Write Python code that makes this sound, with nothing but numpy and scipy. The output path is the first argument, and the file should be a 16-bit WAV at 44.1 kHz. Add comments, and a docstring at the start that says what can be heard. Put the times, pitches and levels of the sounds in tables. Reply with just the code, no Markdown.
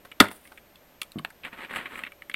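"""A hammer cracks a walnut on a wooden block on an outdoor table; the blow overloads the microphone.
The shell snaps, and the block rings and knocks against the table. Splinters patter down, the nut is
tossed and lands with a dull bump, and a gloved hand rummages through a heap of dry shells, which
scrape and click against each other. A porch adds a short echo; behind it all are soft outdoor air,
a far-off hum and the recorder's faint whine."""
import sys
import numpy as np
from scipy import signal
from scipy.fft import rfft, irfft, next_fast_len
from scipy.io import wavfile

SR = 44100
rng = np.random.default_rng(int(sys.argv[2]) if len(sys.argv) > 2 else 0)


def unload_audio(sound):
    """Save the sound as a 16-bit wav file, at the path given as the first command line argument."""
    columns = np.transpose(np.atleast_2d(sound))
    # keep every value between -1 and 1, then stretch to whole-number steps
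    steps = np.round(np.clip(columns, -1, 1) * 32767)
    wavfile.write(sys.argv[1], SR, steps.astype(np.int16))


N = 103635
TIME = np.arange(N) / SR
BUMP_CONTACT_S = 0.0016   # a long contact makes a dull sound


def hammer_blow():
    """The shell breaks, and the blow rings the block and knocks it against the table."""
    # quick breaks in the shell: (time [s], level [dB], pitch [Hz], length [s], tick level [dB])
    fractures = [(0.1999, -27, 2750, 0.0016, -30), (0.2019, -6, 3353, 0.0013, -14.5),
                 (0.2029, -3.5, 1652, 0.0024, -11), (0.2064, -18, 3500, 0.0052, -1.5)]
    # the notes of block and table: (pitch [Hz], level [dB], ring time [s])
    block_notes = [(44.4, -42, .12), (100, -26.5, 0.17), (196, -21.5, 0.16), (257, -11, 0.035),
                   (315.5, -20, 0.08), (397, -22, .13), (559, -18, .11), (622, -19.5, .095),
                   (815, -24.5, 0.069), (943, -20.5, .12), (1236, -1, 0.036), (1409, 2, 0.038),
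                   (1505, -17.5, .1), (1687, -3.5, 0.04), (1860, -3.5, .036), (3230, -8.5, 0.036),
                   (3620, -10, .04)]
    out, force = np.zeros(N), np.zeros(N)
    for s, *click in fractures:
        add(out, s, shell_click(*click))
    # the hammer head drives the nut into the block
    add(force, .2030, from_db(-0.5) * push(length_s=0.00033))
    # the block hits the table: one low swing that dies fast
    add(out, .2082, from_db(-0.5) * ring(push(BUMP_CONTACT_S), hz=262, ring_s=.028))
    for k, (hz, db, ring_s) in enumerate(block_notes):
        out += (-1) ** k * from_db(db) * ring(force, hz, ring_s)   # every other note starts downward
    return out


def shell_click(db, hz, length_s, tick_db):
    """A snap and a dying chatter of tiny slips ring a shell and the table under it."""
    # the notes of a shell: (multiple of its pitch, level [dB], ring time [s])
    shell_notes = [(.57, -5.5, 0.0094), (.80, 0, 0.0089), (1.03, 6, .009), (1.30, 1.5, 0.009),
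                   (1.62, -2.5, 0.0064), (2.1, -13, 0.0074)]
    # the tone of the ringing shell: (frequency [Hz], level [dB])
    shell_tone = [(200, 3.5), (3600, 0), (4500, -3.5), (5600, -11), (9000, -13), (16000, -24)]
    # the bright tick of the contact: (frequency [Hz], level [dB])
    tick_tone = [(1000, -10), (4000, 5), (6200, -7), (8500, 3), (12000, -3.5), (16000, -8.5)]
    # the low thud of the table: (frequency [Hz], level [dB])
    table_tone = [(80, -14.5), (260, 7.5), (650, -4), (1200, -5), (3000, -38)]
    slips_per_s, typical_contact_s = 9000, 0.0021
    t = TIME[:SR // 20]
    slips = rng.standard_normal(len(t)) * (rng.random(len(t)) < slips_per_s / SR)
    slips *= np.exp(-(t / length_s) ** 2 / 2)
    force = 1.7 * slips / (np.linalg.norm(slips) + 1e-9)
    force[0] = 1   # the first snap
    pitches = hz * np.exp(.015 * rng.standard_normal(len(shell_notes)))   # no two shells are alike
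    ringing = sum((-1) ** k * from_db(level) * ring(force, multiple * pitches[k], ring_s)
                  for k, (multiple, level, ring_s) in enumerate(shell_notes))
    shell = coloured(ringing, shell_tone)
    tick = from_db(tick_db) * coloured(force, tick_tone)
    # longer contacts push the table harder
    thud = from_db(-19.5) * np.sqrt(length_s / typical_contact_s) * coloured(force, table_tone)
    return from_db(db) / np.sqrt(10) * (shell + tick + thud)   # level as if these 50 ms fell in 5 ms


def crunch():
    """The nut grinds on the block, is crushed and crumbles: bursts of small breaks with no pitch."""
    # the bursts: (time [s], level [dB], time to fade by 60 dB [s])
    bursts = [(.050, -40, 0.057), (0.206, -22, 0.16), (.313, -37, .05), (.519, -49, 0.094)]
    # the tone of the crunch: (frequency [Hz], level [dB])
    crunch_tone = [(200, -7), (700, 1), (1600, -0.5), (2500, -8.5), (3400, -9.5), (6500, -23.5),
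                   (9500, -17), (16000, -27.5)]
    loudness = np.zeros(N)
    for s, db, fade_s in bursts:
        add(loudness, s, from_db(db) * fade(TIME, fade_s))
    return loudness * coloured(tiny_hits(per_s=1100), crunch_tone)


def crumbs():
    """Fine crumbs trickle over the block after the blow, faint and bright."""
    # how loud the trickle is: (time [s], level [dB])
    trickle = [(.305, -54), (.316, -48), (.345, -53.5), (.365, -52), (.40, -65), (.45, -59), (.52, -66),
               (.60, -73)]
    # the tone of the crumbs: (frequency [Hz], level [dB])
    crumb_tone = [(1000, -9), (3000, -1.5), (6500, -16), (9000, 5.5), (12500, -3), (15000, -1.5)]
    return level_curve(trickle) * coloured(tiny_hits(per_s=1700), crumb_tone)


def loose_shells():
    """Shells and splinters knock together, one click at a time."""
    # the knocks: (time [s], level [dB], pitch [Hz], length [s], tick level [dB])
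    clicks = [(0.1157, -39, 2230, 0.0045, -14.5), (0.233, -29.5, 1440, 0.0036, -24),
              (0.244, -36, 1400, .003, -22), (.2555, -34.5, 1550, .003, -25),
              (0.266, -36, 1920, 0.0048, -28), (0.2846, -38.5, 2100, 0.0024, -8),
              (0.453, -48.5, 2070, 0.0074, -15), (0.474, -51, 2150, 0.0055, -3),
              (0.519, -45.5, 1290, 0.0046, -21), (0.575, -43, 2130, 0.006, -15),
              (0.757, -50, 3160, .002, -9), (1.0160, -34.5, 2650, 0.0008, -3),
              (1.0176, -33.5, 3300, .0008, -3.5), (1.0189, -33.5, 2167, 0.0012, -1),
              (1.0315, -44.5, 2300, 0.0025, 2.5), (1.119, -55.5, 2810, 0.0018, 8.5),
              (1.1859, -37, 2760, 0.0044, -15.5), (1.1923, -38.5, 1090, 0.0027, -14),
              (1.303, -46, 1600, 0.0041, -5.5), (1.248, -28, 1330, .001, -22),
              (1.2487, -31, 2650, .0007, -12), (1.435, -39.5, 2470, 0.0057, -37),
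              (1.4492, -31, 2230, 0.007, -20), (1.528, -42.5, 1690, 0.0059, -32),
              (1.588, -41, 1820, 0.0047, -34), (1.648, -37, 2300, 0.0081, -21),
              (1.695, -42, 1780, 0.0052, -22), (1.709, -40, 1950, 0.0037, -30),
              (1.7365, -31.5, 1700, .004, -26), (1.76, -26.5, 2060, 0.0054, -15),
              (1.785, -34.5, 1900, 0.0024, -24), (1.811, -38.5, 1750, 0.0025, -28),
              (1.857, -30.5, 1890, 0.0045, -30), (1.867, -39.5, 1960, 0.0069, -30),
              (1.9561, -35.5, 1960, 0.0018, -22), (1.976, -37.5, 1800, 0.0053, -20),
              (1.991, -33.5, 1950, 0.0043, -19), (2.036, -28.5, 2040, 0.004, -21),
              (2.049, -38.5, 2250, 0.0042, -30), (2.0649, -34, 1980, 0.0082, -24),
              (2.12, -43, 2200, 0.0017, -14), (2.2208, -38.5, 2150, 0.0022, -20),
              (2.2972, -33, 2030, 0.0023, -12), (2.314, -41.5, 2480, .003, -27),
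              (2.3402, -34, 2470, 0.0049, -11), (2.3425, -23.5, 2280, 0.00083, -59)]
    out = np.zeros(N)
    for s, *click in clicks:
        add(out, s, shell_click(*click))
    return out


def tossed_nut():
    """The nut lands and rolls over with soft, hollow bumps."""
    # the push of each bump: (time [s], strength [dB])
    bumps = [(1.1583, -28), (1.167, -32), (1.178, -31), (1.199, -35.5)]
    # the notes a bump sets ringing: (pitch [Hz], level [dB], ring time [s])
    bump_notes = [(156.5, -11, 0.22), (215, 4, 0.048), (243, -16, 0.05), (302, -5, 0.097), (667, -4, 0.025),
                  (1124, 2, 0.023)]
    force = np.zeros(N)
    for s, db in bumps:
        add(force, s, from_db(db) * push(BUMP_CONTACT_S))
    return sum(from_db(db) * ring(force, hz, ring_s) for hz, db, ring_s in bump_notes)


def rummaging():
    """A hand stirs the heap, and shells of many sizes collide in a dense rattle."""
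    # how hard the hand stirs: (time [s], level [dB])
    stirring = [(1.425, -71.5), (1.444, -40.5), (1.475, -44), (1.511, -64.5), (1.534, -43.5), (1.565, -50),
                (1.589, -42.5), (1.642, -40.5), (1.68, -57.5), (1.71, -38), (1.745, -40.5), (1.769, -34),
                (1.83, -43.5), (1.89, -48.5), (1.92, -41), (2.01, -47), (2.06, -53), (2.105, -71)]
    # the tone of the stirred heap: (frequency [Hz], level [dB])
    heap_tone = [(100, -13.5), (240, -4.5), (600, -8.5), (1200, -7.5), (1900, -4.5), (2900, -10.5),
                 (4100, -20.5), (5600, -39.5), (6800, -38), (7900, -27.5), (11000, -31.5), (16000, -46)]
    hits = tiny_hits(per_s=2500)
    pitches, ring_cycles = np.geomspace(900, 4200, 16), 11
    which_shell = rng.integers(0, len(pitches), N)
    ringing = sum(unit_level(ring(hits * (which_shell == k), hz, ring_cycles / hz))
                  for k, hz in enumerate(pitches))
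    rattle = unit_level(hits) + 0.22 * unit_level(ringing)
    return level_curve(stirring) * coloured(rattle, heap_tone)


def glove():
    """Knitted cloth brushes over dry shells with an airy scrape."""
    # how loud the brushing is: (time [s], level [dB])
    brushing = [(1.72, -66), (1.767, -45), (1.83, -81), (1.89, -68), (1.955, -63), (1.982, -53),
                (2.04, -72)]
    # the tone of the scrape: (frequency [Hz], level [dB])
    brush_tone = [(4700, -8), (6300, -24), (7600, 2.5), (15500, -5.5)]
    return level_curve(brushing) * coloured(tiny_hits(per_s=2500), brush_tone)


def porch(x):
    """Sound bounces off the nearby table and tub, then dies away around the porch."""
    # the porch's echo: (frequency [Hz], level [dB], time to fade by 60 dB [s])
    tail = [(118.3, -19.5, 0.19), (299.8, -19, 0.31), (700, -12, 0.26), (1480, -22, .25), (3200, -23, .21),
            (6210, -22, 0.23), (10100, -16.5, 0.2), (15000, -21.5, .2)]
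    near_db, near_fade_s, delay_s = -14.5, 0.038, .003
    t = TIME[:SR // 2]
    edges_hz = 50 * 2 ** np.arange(0, 8.6, .5)   # bands half an octave wide
    noise, echo = rng.standard_normal((2, len(t))), np.zeros(len(t))
    for k, (low, high) in enumerate(zip(edges_hz, edges_hz[1:])):
        hz = np.sqrt(low * high)
        band = signal.sosfilt(signal.butter(2, [low, high], "band", fs=SR, output="sos"), noise[k % 2])
        share = np.sqrt(2 * (high - low) / SR / len(t))   # wider bands carry more energy
        for db, fade_s in ((at_hz(tail, hz), at_hz(tail, hz, column=2)), (near_db, near_fade_s)):
            echo += share * from_db(db) * unit_level(band * fade(t, fade_s))
    out = x.copy()
    add(out, delay_s, signal.fftconvolve(x, echo))
    return out


def background():
    """Steady outdoor air, with a faint far-off hum that swells."""
    # how loud the hum is: (time [s], level [dB])
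    swell = [(0, -73.5), (1.4, -72.5), (1.95, -67), (2.36, -65)]
    # the tone of the outdoor air: (frequency [Hz], level [dB])
    air_tone = [(25, -9.5), (65, -6.5), (110, -12), (200, -9.5), (330, -10), (450, -11), (600, -9.5),
                (900, -14.5), (2200, -18), (3400, -22), (4500, -26), (9000, -30), (16000, -35.5)]
    hum = level_curve(swell) * pure_tone(hz=577)
    return hum + from_db(-58) * coloured(rng.standard_normal(N), air_tone)


def push(length_s):
    """The smooth rise and fall of force in one contact; it adds up to 1."""
    t = TIME[:SR // 20] / length_s
    force = t ** 2 * np.exp(-2 * np.pi * t)
    return force / force.sum()


def ring(force, hz, ring_s):
    """One note of a struck object: each hit starts a swing that fades by 60 dB in ring_s."""
    decay, angle = fade(1 / SR, ring_s), 2 * np.pi * hz / SR   # both per sample
    return signal.lfilter([.5, 0, -.5], [1, -2 * decay * np.cos(angle), decay * decay], force + 1e-18)


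def tiny_hits(per_s):
    """Tiny hits at random times and of uneven size, in louder and softer clumps."""
    clump_s, clump_db, spread_db = .004, 1.5, 3
    clump_times = np.arange(0, TIME[-1] + clump_s, clump_s)
    levels_db = clump_db * np.interp(TIME, clump_times, rng.standard_normal(N)[:len(clump_times)])
    levels_db += spread_db * np.minimum(rng.exponential(1, N), 3)
    sizes = from_db(levels_db) * rng.choice([-1, 1], N)
    return sizes * (rng.random(N) < per_s / SR)


def coloured(x, tone):
    """Give x the tone in a (frequency [Hz], level [dB]) table, then scale it to level 1."""
    size = 2 * next_fast_len(len(x))
    gains = from_db(at_hz(tone, np.arange(size // 2 + 1) * SR / size))
    # fold the filter forward in time (minimum phase), so nothing sounds before its hit
    folded = irfft(np.log(gains))
    folded[1:size // 2] *= 2
    folded[size // 2 + 1:] = 0
    return unit_level(irfft(rfft(x, size) * np.exp(rfft(folded)))[:len(x)])


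def at_hz(rows, hz, column=1):
    """Read between a table's rows at a frequency, with octaves evenly spaced."""
    table = np.array(rows)
    return np.interp(np.log(np.maximum(hz, 1)), np.log(table[:, 0]), table[:, column])


def level_curve(rows):
    """Loudness that follows (time [s], level [dB]) rows and is silent outside them."""
    s, db = np.transpose(rows)
    return from_db(np.interp(TIME, s, db)) * (TIME > s[0]) * (TIME < s[-1])


def fade(t, fade_s):
    """Fall from 1 to a thousandth (by 60 dB) in fade_s."""
    return np.exp(-np.log(1000) * t / fade_s)


def pure_tone(hz):
    """A steady sine wave at level 1."""
    return np.sqrt(2) * np.sin(2 * np.pi * hz * TIME)


def from_db(db):
    """Turn decibels into a number to multiply by."""
    return 10 ** (np.asarray(db) / 20)


def unit_level(x):
    """Scale x so its average level (rms) is 1."""
    return x / np.sqrt(np.mean(x ** 2) + 1e-20)


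def add(out, s, x):
    """Mix x into out, starting at s seconds."""
    i = int(np.clip(s * SR, 0, N - 1))
    out[i:i + len(x)] += x[:N - i]


def scene():
    """All the work on the table, with its echo, over the outdoor background."""
    cracking = hammer_blow() + crunch() + crumbs()
    work = cracking + loose_shells() + tossed_nut() + rummaging() + glove()
    return (porch(work) + background())[None]


def record(dry):
    """The recorder whines faintly, flattens the loud blow and cuts off the highest treble."""
    ceiling, sharpness, cutoff_hz = .70, 6.0, 15750
    x = dry + from_db(-67) * pure_tone(hz=13207)
    flattened = x / (1 + np.abs(x / ceiling) ** sharpness) ** (1 / sharpness)
    return signal.sosfilt(signal.ellip(10, .1, 80, cutoff_hz, fs=SR, output="sos"), flattened)


dry = scene()
out = record(dry)
unload_audio(out)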